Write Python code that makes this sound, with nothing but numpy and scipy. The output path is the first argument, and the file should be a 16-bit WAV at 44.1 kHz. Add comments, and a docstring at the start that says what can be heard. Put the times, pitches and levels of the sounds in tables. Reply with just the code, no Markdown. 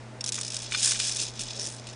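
"""A baby's plastic ring rattle, close to one microphone in a quiet, softly furnished room with mains hum.
First small beads drop in little clumps inside the hard shell. From 0.7 s the arm swings down:
the beads pour along the wall and the loose rings clack together. After 1.2 s cloth rustles
faintly while a few more clumps land and the beads roll towards rest."""
import sys
import numpy as np
from scipy import signal
from scipy.fft import rfft, irfft
from scipy.io import wavfile

SR = 44100
rng = np.random.default_rng(int(sys.argv[2]) if len(sys.argv) > 2 else 0)


def transcribe(signal):
    """Save signal, clipped to [-1, 1], as a 16-bit WAV file at the path in sys.argv[1]."""
    frames = np.atleast_2d(signal).T
    limited = np.clip(frames, -1, 1)
    pcm = np.round(limited * 32767).astype(np.int16)
    wavfile.write(sys.argv[1], SR, pcm)


N = 85995
T = np.arange(N) / SR

# modes of the bead shell: pitch_hz, level_db, t60_s
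SHELL_MODES = [(2454, -9.5, 0.015), (2700, -14.5, 0.026), (2962, -12.5, 0.021), (3394, -6.5, 0.017),
               (3674, -8, 0.02), (3926, -9, 0.025), (4402, -6, 0.017), (5077, 1, 0.013),
               (5494, -2.5, 0.018), (5876, -0.5, 0.0064), (6205, 2.5, 0.009), (6700, -1, 0.012),
               (7240, 1.5, 0.0096), (7820, -5, 0.015), (8280, -4, 0.015), (8990, 2.5, 0.0041),
               (9440, -3, 0.01), (9790, -5.5, 0.0073)]
SHELL_LOW_HZ = 1980   # the small shell radiates no bass
LEVEL_WINDOW_S = .003   # a hit's level is its rms as if it lasted this long


def bead_hits(times, levels_db):
    """Each bead gives a sharp crack and rings the shell, coloured by where it lands, and its frame."""
    # the part of the wall the beads meet as the rattle turns:
    # time_s, favoured_hz, lift_db, slope_db_per_octave
    wall = [(.22, 5200, 10, -4), (.245, 4900, 5.5, -1), (0.332, 6900, 2, -1), (.45, 5200, 6.5, -1),
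            (.68, 5200, -1, -2.5), (.85, 5400, 0.5, 3.5), (1.0, 5530, 1, -2.5), (1.15, 5400, 4, 3.5),
            (1.30, 5430, -1, 2), (1.40, 6240, 5, -3), (1.50, 5000, -9, 4), (1.61, 5680, 17, 3),
            (1.76, 5800, -9, 5.5), (1.87, 2900, 12, -1)]
    crack_db, frame_db = -8, -21.5   # against the shell's ring
    frame_hz, frame_t60_s = 1690, .0073
    wall_s, *columns = np.transpose(wall)
    favoured_hz, lift_db, slope_db = (np.interp(times, wall_s, column)[:, None] for column in columns)
    near, octaves = favouring(SHELL_MODES, favoured_hz)
    shell = unit(struck(SHELL_MODES, len(times), lift_db * near + slope_db * octaves))
    frame = unit(struck([(frame_hz, 0, frame_t60_s)], len(times)))
    crack = filtered(noise_bursts(shell.shape, t60_s=.008), 4400, "high")
    ticks = filtered(shell + from_db(crack_db + slope_db) * crack, SHELL_LOW_HZ, "high", order=4)
    return placed(times, levels_db, ticks + from_db(frame_db) * frame)


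def bead_landings(beads=6):
    """A stray bead leads each clump; the rest land one after another, then all hop once, weaker."""
    # clumps landing hard on the shell: start_s, relative_level_db
    clumps = [(.2085, -28), (.2410, -25), (.2622, -26.5), (.2757, -28), (.2832, -30), (.2901, -24.5),
              (.3218, -24), (.3330, -32), (.3433, -27), (.3545, -28), (.3620, -31), (.3765, -32),
              (.3872, -29), (.4018, -35), (.4121, -25.5), (.4320, -29), (.4485, -29), (.4650, -33),
              (.4799, -28), (.5035, -30), (.5205, -29.5), (.5336, -34), (.5440, -27), (.5566, -34),
              (.5663, -25.5), (.5900, -35), (.6015, -36), (.6203, -34), (.6300, -35), (.7750, -28),
              (.8010, -27), (.8293, -18.5), (.8455, -17.5), (.8585, -20), (.8740, -20), (.9103, -21),
              (.9200, -22), (.9470, -30), (.9640, -32), (.9908, -30), (.9993, -22), (1.0500, -27),
              (1.1140, -28), (1.1218, -27), (1.1454, -33), (1.1610, -28), (1.1685, -28), (1.2018, -28),
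              (1.3938, -26.5), (1.4085, -27.5), (1.4145, -31), (1.4345, -33), (1.5650, -37), (1.5955, -27),
              (1.6165, -30), (1.6285, -32), (1.6430, -33), (1.6535, -31), (1.6635, -31), (1.6700, -32),
              (1.6866, -33.5), (1.7010, -36), (1.7140, -39), (1.7240, -40), (1.7465, -42), (1.8700, -36),
              (1.8880, -41)]
    gain_db, stray_db = -4.5, -8
    gap_s, loss_db = .001, 2.2   # from bead to bead
    rebound_s, rebound_db = .0066, -10.5
    start_s, clump_db = np.transpose(clumps)[:, :, None]
    jitter = rng.uniform(-.91, 1, (len(clumps), beads + 1))
    rank = np.arange(beads) - 1   # the stray is -1
    times = start_s + gap_s * (rank + .5 * jitter[:, 1:] * (rank != 0))
    levels_db = clump_db + gain_db + np.where(rank < 0, stray_db, -loss_db * rank)
    hop_times = times + rebound_s + gap_s * jitter[:, :1]
    hits = bead_hits(np.append(times, hop_times), np.append(levels_db, levels_db + rebound_db))
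    return brightened(hits, treble_db=2.5)


def bead_tumbling(count=2600):
    """A stream of bead hits that grows denser, louder and brighter with the motion."""
    # how hard the mass of beads tumbles: time_s, level_db
    tumble = [(0, -90), (.31, -78), (.335, -46), (.58, -45), (.645, -42), (.693, -56), (.712, -35),
              (.76, -35), (.80, -30), (.822, -32), (.84, -25), (.885, -23), (.92, -26), (.937, -34),
              (.982, -39), (1.005, -31), (1.09, -29), (1.108, -37), (1.15, -38), (1.22, -29), (1.27, -40),
              (1.333, -59), (1.358, -47), (1.38, -58), (1.412, -33), (1.435, -46), (1.52, -53), (1.56, -47),
              (1.585, -50), (1.605, -37), (1.665, -38), (1.69, -47), (1.78, -50), (1.845, -66),
              (1.875, -51), (1.95, -56)]
    level_db = np.interp(T, *np.transpose(tumble))
    drive_db = level_db + 30
    hits_per_s = 650 * from_db(.42 * drive_db)
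    hits_so_far = np.cumsum(hits_per_s) / SR
    due = np.arange(count) + rng.uniform(0, 2, count)
    times = np.interp(due, hits_so_far, T, right=2 * T[-1])   # spare hits fall past the end
    spread_db = 4.5 * np.clip(rng.standard_normal(count), -2, 1.6)
    spread_db -= 10 * np.log10(np.mean(from_db(spread_db) ** 2))
    each_db = level_db - 10 * np.log10(hits_per_s * LEVEL_WINDOW_S)   # the hits share the power
    hits = bead_hits(times, np.interp(times, T, each_db) + spread_db)
    return brightened(hits, treble_db=.02 * drive_db)


def bead_rolling():
    """Rolling beads rub the shell and keep its modes singing, softer in the treble than a blow."""
    # louder as the beads roll faster along the wall: time_s, level_db
    roll = [(0, -60), (.31, -95), (.335, -58), (.50, -50.5), (.63, -45.5), (.695, -44.5), (.78, -32.5),
            (.88, -35.5), (.97, -40.5), (1.06, -37.5), (1.14, -40.5), (1.22, -34), (1.33, -52), (1.36, -46),
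            (1.42, -47.5), (1.48, -43.5), (1.56, -42), (1.65, -45.5), (1.72, -49.5), (1.85, -55),
            (1.88, -45.5), (1.95, -54.5)]
    contact_hz, flutter_hz, flutter_db = 5560, 90, 3.2
    response = shell_response(np.arange(N // 2 + 1) * SR / N)
    rub = irfft(rfft(rng.standard_normal(N)) * response, N)
    rub = filtered(rub, contact_hz, "low", order=3)
    rub = unit(filtered(rub, SHELL_LOW_HZ, "high")) * np.sqrt(N)
    flutter = unit(filtered(rng.standard_normal(N), flutter_hz, "low")) * np.sqrt(N)
    return rub * from_db(np.interp(T, *np.transpose(roll)) + flutter_db * flutter)


def shell_response(at_hz, ring_stretch=1.32):
    """Gain of the shell under steady rubbing: one peak per mode, ringing longer than after a blow."""
    hz, db, t60_s = np.transpose(SHELL_MODES)[:, :, None]
    half_width_hz = np.log(1000) / (2 * np.pi * t60_s * ring_stretch)
    return np.sqrt(np.sum(from_db(db) ** 2 / (half_width_hz ** 2 + (at_hz - hz) ** 2), axis=0))


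def ring_clacks():
    """The loose rings knock, scrape edges and hop once; a soft contact leaves only the low modes."""
    # knocks between the rings: start_s, level_db, brightness_hz, favoured_hz
    contacts = np.array([(.3820, -35.5, 1900, 1570), (.721, -25.5, 3000, 2390), (.7380, -29, 3800, 2370),
                         (0.7471, -21.5, 3650, 2400), (0.871, -33.5, 2000, 1560),
                         (0.918, -27.5, 3100, 2780), (0.9454, -35, 2800, 2470), (.957, -32.5, 3060, 2520),
                         (.9998, -25.5, 3300, 3400)])
    # modes of the rings: pitch_hz, level_db, t60_s
    ring_modes = [(1020, -6, 0.014), (1300, -12, 0.0085), (1480, -11, 0.023), (1534, 3.5, 0.013),
                  (1990, 5, 0.0089), (2383, 4.5, 0.042), (2610, 2.5, 0.023), (2940, 2, 0.059),
                  (3600, -1, 0.013), (3580, 11.5, 0.032), (4290, 12, 0.045), (5200, -12, 0.018)]
    hop_s, hop_db, grit_db, low_cut_hz = .0033, -5, -9, 1170
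    hops = contacts + [hop_s, hop_db, 0, 0]
    start_s, level_db, brightness_hz, favoured_hz = np.vstack([contacts, hops]).T
    near, _ = favouring(ring_modes, favoured_hz[:, None])
    rings = unit(struck(ring_modes, len(start_s), lift_db=3.5 * near))
    grit = unit(filtered(noise_bursts(rings.shape, t60_s=.04), 5200, "low"))
    knocks = filtered(rings + from_db(grit_db) * grit, low_cut_hz, "high", order=3)
    softened = [filtered(knock, hz, "low", order=4) for knock, hz in zip(knocks, brightness_hz)]
    return placed(start_s, level_db, softened)


def cloth():
    """Fabric shifts under the arm in soft, dull swells."""
    # rustles: peak_s, level_db, half_width_s, centre_hz
    rustles = [(1.22, -48, 0.017, 370), (1.392, -51, 0.023, 208), (1.396, -58, 0.017, 425),
               (1.603, -45.5, 0.027, 434), (1.68, -49.5, 0.015, 440)]
    out = np.zeros(N)
    for peak_s, level_db, half_width_s, centre_hz in rustles:
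        rub = filtered(rng.standard_normal(N), centre_hz, "high", order=4)
        rub = filtered(rub, centre_hz, "low", order=4)
        swell = np.exp(-.5 * ((T - peak_s) / half_width_s) ** 2)
        out += from_db(level_db) * np.sqrt(N) * unit(rub) * swell
    return out


def room_tail(x, delay_s=.004, level_db=-25):
    """Soft furnishings send only a short, weak tail back to the microphone."""
    decay = noise_bursts((1, SR // 3), t60_s=.08)[0]
    tail = np.concatenate([np.zeros(int(delay_s * SR)), decay])
    return from_db(level_db) * signal.fftconvolve(x, tail)[:N]


def room_tone(air_db=-48):
    """Dull room air under the steady hum of the mains and a motor."""
    # spectrum of the air: frequency_hz, relative_density_db
    air_spectrum = [(20, -11), (32, 11.5), (40, -10), (49, -2), (62, 1.5), (82, 0), (160, -3.5), (240, 2.5),
                    (320, 2), (450, 0.5), (700, -1), (1200, -6), (2000, -8), (3000, -14), (5000, -17.5),
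                    (10000, -22.5)]
    # mains and motor tones: pitch_hz, rms_db
    hum_tones = [(119.9, -46), (221.5, -56.5), (506, -66), (629.8, -61.5), (872, -64.5)]
    frequency_hz, density_db = np.transpose(air_spectrum)
    bins_hz = np.maximum(np.arange(N // 2 + 1) * SR / N, 1)
    colour = from_db(np.interp(np.log(bins_hz), np.log(frequency_hz), density_db))
    air = irfft(rfft(rng.standard_normal(N)) * colour, N)
    hum = sum(from_db(db) * np.sin(2 * np.pi * (hz * T + rng.random())) for hz, db in hum_tones)
    return from_db(air_db) * np.sqrt(N) * unit(air) + np.sqrt(2) * hum


def struck(modes, count, lift_db=0, spread_db=3):
    """One ring per blow; the place of contact gives every mode a new strength and sign."""
    hz, db, t60_s = np.transpose(modes)[:, :, None]
    t, shape = T[:SR // 25], (count, len(modes))
    strengths = rng.choice([-1, 1], shape) * from_db(lift_db + spread_db * rng.standard_normal(shape))
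    return strengths @ (from_db(db - 60 * t / t60_s) * np.sin(2 * np.pi * hz * t))


def favouring(modes, favoured_hz, width_octaves=.11):
    """Closeness of each mode to the pitch a contact favours (0-1), and its distance in octaves."""
    octaves = np.log2(np.array(modes)[:, 0] / favoured_hz)
    return np.exp(-.5 * (octaves / width_octaves) ** 2), octaves


def noise_bursts(shape, t60_s):
    """Decaying noise, one burst per row, each with an energy of one."""
    return unit(rng.standard_normal(shape) * from_db(-60 * T[:shape[1]] / t60_s))


def placed(times, levels_db, sounds):
    """Lay sounds out in time, each at its level."""
    out = np.zeros(N + SR)
    for start_s, db, sound in zip(times, levels_db, sounds):
        i = int(np.clip(start_s * SR, 0, N))
        out[i:i + len(sound)] += np.sqrt(LEVEL_WINDOW_S * SR) * from_db(db) * unit(sound)
    return out[:N]


def brightened(x, treble_db):
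    """Treble shelf: harder hits carry more top."""
    low = filtered(x, 6500, "low", order=1)
    return low + from_db(treble_db) * (x - low)


def filtered(x, hz, kind, order=2):
    """Butterworth low- or high-pass."""
    return signal.sosfilt(signal.butter(order, hz, kind, fs=SR, output="sos"), x + 1e-18)


def unit(x):
    """Scale each sound to an energy of one."""
    return x / np.sqrt(np.sum(x ** 2, axis=-1, keepdims=True) + 1e-20)


def from_db(db):
    """Decibels to gain."""
    return 10 ** (np.asarray(db) / 20)


def scene():
    """The rattle up close, the room behind it, in mono."""
    background = room_tone() + cloth()
    rattle = bead_landings() + ring_clacks() + bead_tumbling() + bead_rolling()
    return (background + rattle + room_tail(rattle))[None]


def record(dry):
    """The recorder cuts steeply above 10 kHz."""
    return signal.sosfilt(signal.ellip(12, .2, 80, 10000, fs=SR, output="sos"), dry)


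dry = scene()
out = record(dry)
transcribe(out)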